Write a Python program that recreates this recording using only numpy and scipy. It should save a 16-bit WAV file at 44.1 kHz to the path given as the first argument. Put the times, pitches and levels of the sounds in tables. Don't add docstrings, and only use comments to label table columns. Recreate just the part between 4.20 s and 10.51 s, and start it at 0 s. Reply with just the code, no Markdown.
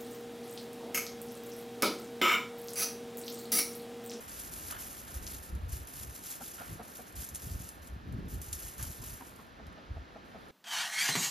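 import sys
import numpy as np
from scipy import signal
from scipy.fft import rfft, irfft
from scipy.io import wavfile
from scipy.ndimage import uniform_filter1d

SR = 44100
rng = np.random.default_rng(int(sys.argv[2]) if len(sys.argv) > 2 else 0)


def persist_wave(psi):
    counts = np.round(np.clip(psi, -1, 1) * 32767).astype(np.int16)
    wavfile.write(sys.argv[1], SR, np.atleast_2d(counts).T)


N = 278271
TIME, FREQS = np.arange(N) / SR, np.fft.rfftfreq(N, 1 / SR)

# f/Hz, relative level/dB
WASH_SPECTRUM = [(20, -47.5), (35, 0.5), (60, 0), (130, -7.5), (240, -3.5), (450, -7), (750, -8),
                 (1000, -9.5), (1550, -11), (2100, -16), (4000, -21), (6300, -29.5), (12000, -53),
                 (15500, -52)]
# t/s, relative level/dB
WASH_LEVEL = [(0.0, -57), (0.9, -57.5), (2.16, -59.5), (2.6, -58), (3.07, -59), (4.32, -59), (5.1, -59),
              (5.82, -59), (6.31, -58)]
# f/Hz, width/Hz, level/dB
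WHINE_BANDS = [(1242, 45, -76.5), (1774, 120, -72)]
# start t/s, length/s, relative rumble level/dB, relative flutter level/dB
WIND_GUSTS = [(0.0, 1, -56, -66), (0.792, 0.62, -54, -59), (0.927, 0.17, -47.5, -74),
              (1.294, 0.1, -38, -48), (1.296, 0.39, -41.5, -59.5), (1.722, 0.24, -47, -58.5),
              (2.454, .14, -47, -52.5), (2.926, 0.13, -45, -55.5), (3.1, 0.093, -51.5, -65),
              (3.191, 0.3, -44.5, -52), (3.516, 0.16, -54, -80), (3.664, 0.15, -47.5, -59),
              (3.795, 0.34, -43, -44), (4.076, .17, -41, -49), (4.227, 0.17, -45.5, -72),
              (4.398, 0.12, -47.5, -77), (4.546, 0.19, -45.5, -52.5), (4.77, 0.091, -46.5, -54),
              (4.85, .13, -46.5, -58.5), (5.398, .14, -51, -56.5), (5.666, 0.19, -45, -54.5)]
# f/Hz, relative level/dB
RUMBLE_SPECTRUM = [(15, -20), (30, -0.5), (45, -4), (60, 3.5), (90, -4.5), (130, -10.5), (200, -26.5),
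                   (400, -80)]
# f/Hz, relative level/dB
FLUTTER_SPECTRUM = [(60, -7), (120, -5.5), (160, -2.5), (250, -6), (400, -14), (600, -29), (1200, -49.5)]
# t/s, relative level/dB, f/Hz
AIR_BUFFETS = [(0.97, -27.5, 60), (1.344, -33.5, 71.6), (1.449, -27.5, 67), (1.535, -30.5, 55.5),
               (2.532, -31.5, 112), (3.273, -33, 153), (3.322, -28, 76.5), (3.358, -30, 63),
               (3.406, -36, 170), (3.765, -37, 172), (3.893, -32, 112), (3.950, -34, 96), (3.991, -30, 140),
               (4.632, -30, 95), (4.702, -33.5, 102), (5.484, -35.5, 75.4), (5.716, -29.5, 70)]
# t/s, fade/s, relative level/dB
DIRT_SCUFFS = [(0.499, 0.071, -46), (0.86, 0.12, -59.5), (2.38, 0.082, -49), (4.592, 0.037, -48.5)]
# f/Hz, relative level/dB
SCUFF_SPECTRUM = [(300, -31), (700, -1), (1100, 0), (1500, 2.5), (2100, -8), (3000, -7), (5000, -21.5)]
# t/s, relative level/dB, pitch f/Hz, beak opening (factor on throat frequencies)
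CLUCK_CALLS = [(2.204, -47, 266, 1.07), (2.401, -46, 243, 1), (2.594, -44.5, 230.3, 0.95),
               (2.786, -47.5, 241, 0.94), (4.821, -57.5, 251.5, 1.36), (5.003, -48.5, 259.5, 1.32),
               (5.187, -55, 212.7, 1.45), (5.387, -51, 225, 0.94), (5.572, -52.5, 221.5, .97),
               (5.761, -50, 217.7, 0.95), (5.952, -49, 208.7, 0.93), (6.143, -48, 221, 0.97)]
# f/Hz, width/Hz, relative level/dB
THROAT_MODES = [(238, 52, 2), (743, 166, 5.5), (1244, 270, -9), (1810, 280, -29), (2700, 200, -31)]
# t/s, relative level/dB, weight of the low knock/dB
STONE_HITS = [(0.0946, -36, -14), (0.3378, -29, -12), (0.5098, -23, -11), (0.7094, -40, -10),
              (0.881, -35, -8), (0.942, -37, -14), (0.9507, -35, -8), (1.0385, -40, -10), (1.067, -29.5, 7),
              (1.076, -31.5, 5), (1.2306, -36, -12), (1.3512, -41, -18), (1.672, -33, -15),
              (2.1174, -33, -28), (2.3794, -42, -15.5), (2.529, -35, -18), (2.631, -45, -5),
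              (2.9246, -41, -16), (3.0484, -31, -26), (3.089, -29.5, -29), (3.1485, -26.5, -29),
              (3.157, -25, -18), (3.22, -32, -14), (3.49, -31.5, -19), (3.6728, -37.5, -10),
              (3.924, -45, -13), (4.0965, -46, -16), (4.2161, -29.5, -21), (4.3292, -22.5, -16),
              (4.332, -23.5, -11), (4.5808, -32.5, -17), (4.627, -23.5, -15), (5.468, -46, -1),
              (5.526, -54, -12), (6.2846, -52, -18)]
# start t/s, length/s, relative level/dB
CLAW_STROKES = [(0.0, 0.0052, -49.5), (0.067, 0.11, -49), (0.183, 0.068, -47.5), (0.295, .155, -49.5),
                (0.453, 0.049, -47.5), (0.575, 0.067, -46), (0.682, 0.13, -51), (0.859, 0.066, -53.5),
                (0.935, 0.028, -49.5), (1.013, 0.061, -54), (1.052, 0.096, -49), (1.22, 0.016, -52),
                (1.335, 0.15, -72), (1.477, 0.062, -54), (1.514, 0.023, -46.5), (1.607, .025, -60),
                (1.667, 0.021, -52), (1.721, .11, -49), (1.87, 0.074, -56), (1.934, 0.037, -50),
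                (2.02, 0.072, -47.5), (2.089, 0.032, -45.5), (2.199, .1, -48.5), (2.309, .21, -53.5),
                (2.615, 0.14, -57), (2.742, 0.029, -51.5), (2.856, .025, -57.5), (2.947, 0.043, -50),
                (2.995, 0.024, -46), (3.135, .025, -49), (3.21, .14, -51.5), (3.386, 0.096, -53.5),
                (3.611, 0.046, -59.5), (4.076, 0.067, -55), (4.209, 0.016, -50), (4.253, .04, -56),
                (4.32, 0.022, -46.5), (4.371, 0.12, -49), (4.567, 0.16, -49), (4.75, .03, -55.5),
                (4.802, 0.13, -49.5), (4.997, 0.093, -59.5), (5.143, .06, -65.5), (6.022, 0.34, -76)]
# f/Hz, gain/dB
GRAVEL_SPECTRUM = [(400, -16), (1200, -4), (2200, -6), (4000, -6.5), (6000, -1), (8000, 3.5), (11000, 2),
                   (12500, 2.5), (14000, -1), (15500, -16)]
# f/Hz, coherence (0 to 1)
FAR_COHERENCE = [(60, 0.66), (200, 0.78), (450, 0.47), (900, 0.26), (1400, 0.79), (1800, 0.38),
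                 (2400, 0.92), (5000, 0.68), (12000, 1)]
# f/Hz, coherence (0 to 1)
NEAR_COHERENCE = [(60, 0.95), (200, 0.85), (1000, 0.12), (2200, 1), (3100, 0.98), (4800, 1), (5800, 0.59),
                  (7500, 1), (10500, 1), (12000, 0.95), (13300, 0.75)]
# f/Hz, phase/rad
LEFT_LEAD = [(60, 0), (250, .15), (600, 1.3), (1200, 3), (1500, 3.4), (1750, .8), (2150, .15), (5100, .1),
             (5700, -.8), (6700, -1.2), (8400, -3.14), (11300, -6.1), (12400, -6.3), (15300, -9.4)]


def gain_of(db):
    return 10 ** (np.asarray(db) / 20)


def unit_rms(x):
    return x / np.sqrt(np.mean(x ** 2) + 1e-20)


def noise_pair(samples=N):
    return rng.standard_normal((2, samples))


def over_freqs(points):
    hz, value = np.transpose(points)
    return np.interp(np.log(FREQS + 1), np.log(hz + 1), value)


def colour(x, spectrum):
    return unit_rms(irfft(rfft(x) * gain_of(over_freqs(spectrum)), N))


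def band(x, low_hz, high_hz):
    sos = signal.butter(2, [low_hz, high_hz], "band", fs=SR, output="sos")
    return unit_rms(signal.sosfilt(sos, x))


def wander(rate_hz):
    return unit_rms(irfft(rfft(rng.standard_normal(N)) * np.exp(-(FREQS / rate_hz) ** 2), N))


def add(mix, s, sound):
    part = mix[..., round(s * SR):][..., :sound.shape[-1]]
    part += sound[..., :part.shape[-1]]


def ports(pair, coherence):
    common, separate = rfft(pair)
    alike = over_freqs(coherence)
    right = alike * common + np.sqrt(1 - alike ** 2) * separate
    lag = np.exp(-1j * over_freqs(LEFT_LEAD))
    return irfft(np.array([common, right * lag]), N)


def far_wash(trim_db=5.5, swell_db=0.37):
    level_db = trim_db + swell_db * wander(2.8) + np.interp(TIME, *np.transpose(WASH_LEVEL))
    wash = gain_of(level_db) * colour(noise_pair(), WASH_SPECTRUM)
    whine = sum(gain_of(db) * band(noise_pair(), hz - width / 2, hz + width / 2)
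                for hz, width, db in WHINE_BANDS)
    return wash + whine


def gusts(calm_rumble_db=-71, calm_flutter_db=-65):
    power = gain_of([[calm_rumble_db], [calm_flutter_db]]) ** 2
    for s, length, rumble_db, flutter_db in WIND_GUSTS:
        arch = np.sin(np.pi * np.clip((TIME - s) / length, 0, 1))
        power = power + (gain_of([[rumble_db], [flutter_db]]) * arch) ** 2
    return np.sqrt(power)


def breeze(rumble_db=2.5, flutter_db=1.5, lump_db=3.0, buffet_db=-1, width_cycles=0.54):
    large_eddies, small_eddies = gusts()
    rumble = colour(noise_pair(), RUMBLE_SPECTRUM) * large_eddies
    lumpy_air = noise_pair() * gain_of(lump_db * wander(32))
    flutter = colour(lumpy_air, FLUTTER_SPECTRUM) * small_eddies
    out = gain_of(rumble_db) * rumble + gain_of(flutter_db) * flutter
    t = np.arange(-SR // 20, SR // 20) / SR
    for s, db, hz in AIR_BUFFETS:
        push = np.sin(2 * np.pi * (hz * t + rng.random())) * np.exp(-(hz * t / width_cycles) ** 2)
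        add(out[0], s + t[0], gain_of(db + buffet_db) * push)
    return out


def scuffs(rise_s=0.0051, grain_db=3):
    swell = np.zeros(N)
    for s, fade_s, db in DIRT_SCUFFS:
        t = np.maximum(TIME - s, 0)
        swell += gain_of(db) * (1 - np.exp(-t / rise_s)) * np.exp(-(t / fade_s) ** 2 / 2)
    grains = noise_pair() * gain_of(grain_db * wander(330))
    return swell * colour(grains, SCUFF_SPECTRUM)


def wall_echoes(x, t60_s=0.069, delay_s=0.0048):
    t = np.arange(SR // 2) / SR
    tail = noise_pair(len(t)) * gain_of(-60 * t / t60_s) * (t > delay_s)
    return signal.fftconvolve(x[None], tail / np.linalg.norm(tail[0]), axes=1)[:, :N]


def clucks(length_s=0.025, rough=1.15, jitter=0.031, sag=0.14, echo_db=-6, trim_db=-1):
    out, t = np.zeros(N), np.arange(SR // 16) / SR
    swell = np.sin(np.pi * np.minimum(t / length_s, 1) ** 0.72) ** 0.39
    for s, db, hz, opening in CLUCK_CALLS:
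        waver = unit_rms(uniform_filter1d(rng.standard_normal(len(t)), size=150))
        pitch_hz = hz * (1 + jitter * waver + sag * (.5 - t / length_s))
        cycles = np.cumsum(pitch_hz) / SR
        pulses = np.diff(np.floor(cycles), prepend=0)
        puffs = np.exp(-(cycles % 1) / 0.47) * rng.standard_normal(len(t))
        syrinx = (unit_rms(pulses) + rough * unit_rms(puffs)) * swell
        throat = sum(gain_of(mode_db) * width * np.exp(-np.pi * width * t)
                     * np.sin(2 * np.pi * mode_hz * opening * t)
                     for mode_hz, width, mode_db in THROAT_MODES)
        call = signal.fftconvolve(syrinx, throat)[:len(t)]
        add(out, s, gain_of(db + trim_db) * unit_rms(call) * np.sqrt(length_s / t[-1]))
    return out + gain_of(echo_db) * wall_echoes(out)


def tick(t, hz, ring_s=0.000099):
    age = np.maximum(t, 0) / ring_s
    return np.sin(2 * np.pi * hz * t) * age * np.exp(1 - age)


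def stones(bounce=0.35, settle=0.18, settle_s=0.011, knock_db=5, knock_hz=5500, trim_db=1):
    out, t = np.zeros((2, N)), np.arange(SR // 16) / SR
    for s, db, weight_db in STONE_HITS:
        weight = gain_of(weight_db)
        contacts = np.cumsum([.0005, *rng.uniform(0.0019, 0.0049, 2)])
        click = np.zeros((2, len(t)))
        for rebound, at in enumerate(contacts):
            bright = tick(t - at, rng.uniform(8500, 12800)) + .5 * tick(t - at, rng.uniform(7700, 7800))
            knock = tick(t - at, knock_hz * rng.uniform(.8, 1.15))
            click[0] += bounce ** rebound * (bright + gain_of(knock_db) * weight * knock)
        rattle = band(noise_pair(len(t)), 6400, 11200)
        click += settle * rattle * np.exp(-t / settle_s)
        add(out, s, gain_of(db + trim_db) * click / np.hypot(1, weight))
    return out


def pebbles(base_per_s=4000, spread_db=2.0, decay_cycles=3, sizes=28):
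    out, t = np.zeros((2, N)), np.arange(SR // 150) / SR
    for hz in np.geomspace(2500, 14500, sizes):
        hit = rng.random((2, N)) < base_per_s / sizes / SR * hz / 7000
        signs = rng.choice([-1, 1], hit.sum())
        impacts = np.zeros((2, N))
        impacts[hit] = signs * gain_of(spread_db * np.minimum(rng.exponential(1, hit.sum()), 4))
        ring = np.sqrt(hz) * np.sin(2 * np.pi * hz * t) * np.exp(-hz * t / decay_cycles)
        out += signal.oaconvolve(impacts, ring[None])[:, :N]
    return unit_rms(out)


def sprays(slips_per_s=130, decay_s=0.0026, share=0.14):
    slips = rng.uniform(0, 1, N) * (rng.random(N) < slips_per_s / SR)
    spray = signal.lfilter([1], [1, -np.exp(-1 / (decay_s * SR))], slips)
    return np.sqrt(1 - share + share * spray / spray.mean())


def claws(shuffle_db=-83, catch_s=0.0052, catch_share=.08, settle_s=0.061):
    power = gain_of(shuffle_db) ** 2
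    for s, length, db in CLAW_STROKES:
        t = np.maximum(TIME - s, 0)
        catch = 1 - np.exp(-(t / (catch_s + catch_share * length)) ** 2)
        run_on = np.exp(-np.maximum(t - length, 0) / settle_s)
        power = power + (gain_of(db) * catch * run_on) ** 2
    return np.sqrt(power)


def raking(clump_db=1.65, clump_hz=90, grit=0.98, trim_db=3.0):
    gravel = colour(pebbles() + grit * noise_pair(), GRAVEL_SPECTRUM)
    clumps = unit_rms(gain_of(clump_db * wander(clump_hz))) * sprays()
    return gain_of(trim_db) * gravel * clumps * claws()


def scene():
    near = raking() + stones() + scuffs() + breeze()
    return ports(near, NEAR_COHERENCE) + ports(far_wash(), FAR_COHERENCE) + clucks()


def record(dry, low_cut_hz=36, band_limit_hz=15500):
    right_db = over_freqs([(700, 0), (1000, -1.5), (1400, 6), (1900, 0.0)])
    side_gains = gain_of([np.zeros_like(right_db), right_db])
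    low_cut = 1 - 1 / (1 + (FREQS / low_cut_hz) ** 4)
    heard = irfft(rfft(dry) * low_cut * side_gains, N)
    low_pass = signal.firwin(401, band_limit_hz, window=("kaiser", 9), fs=SR)
    return signal.oaconvolve(heard, low_pass[None], "same")


dry = scene()
out = record(dry)
persist_wave(out)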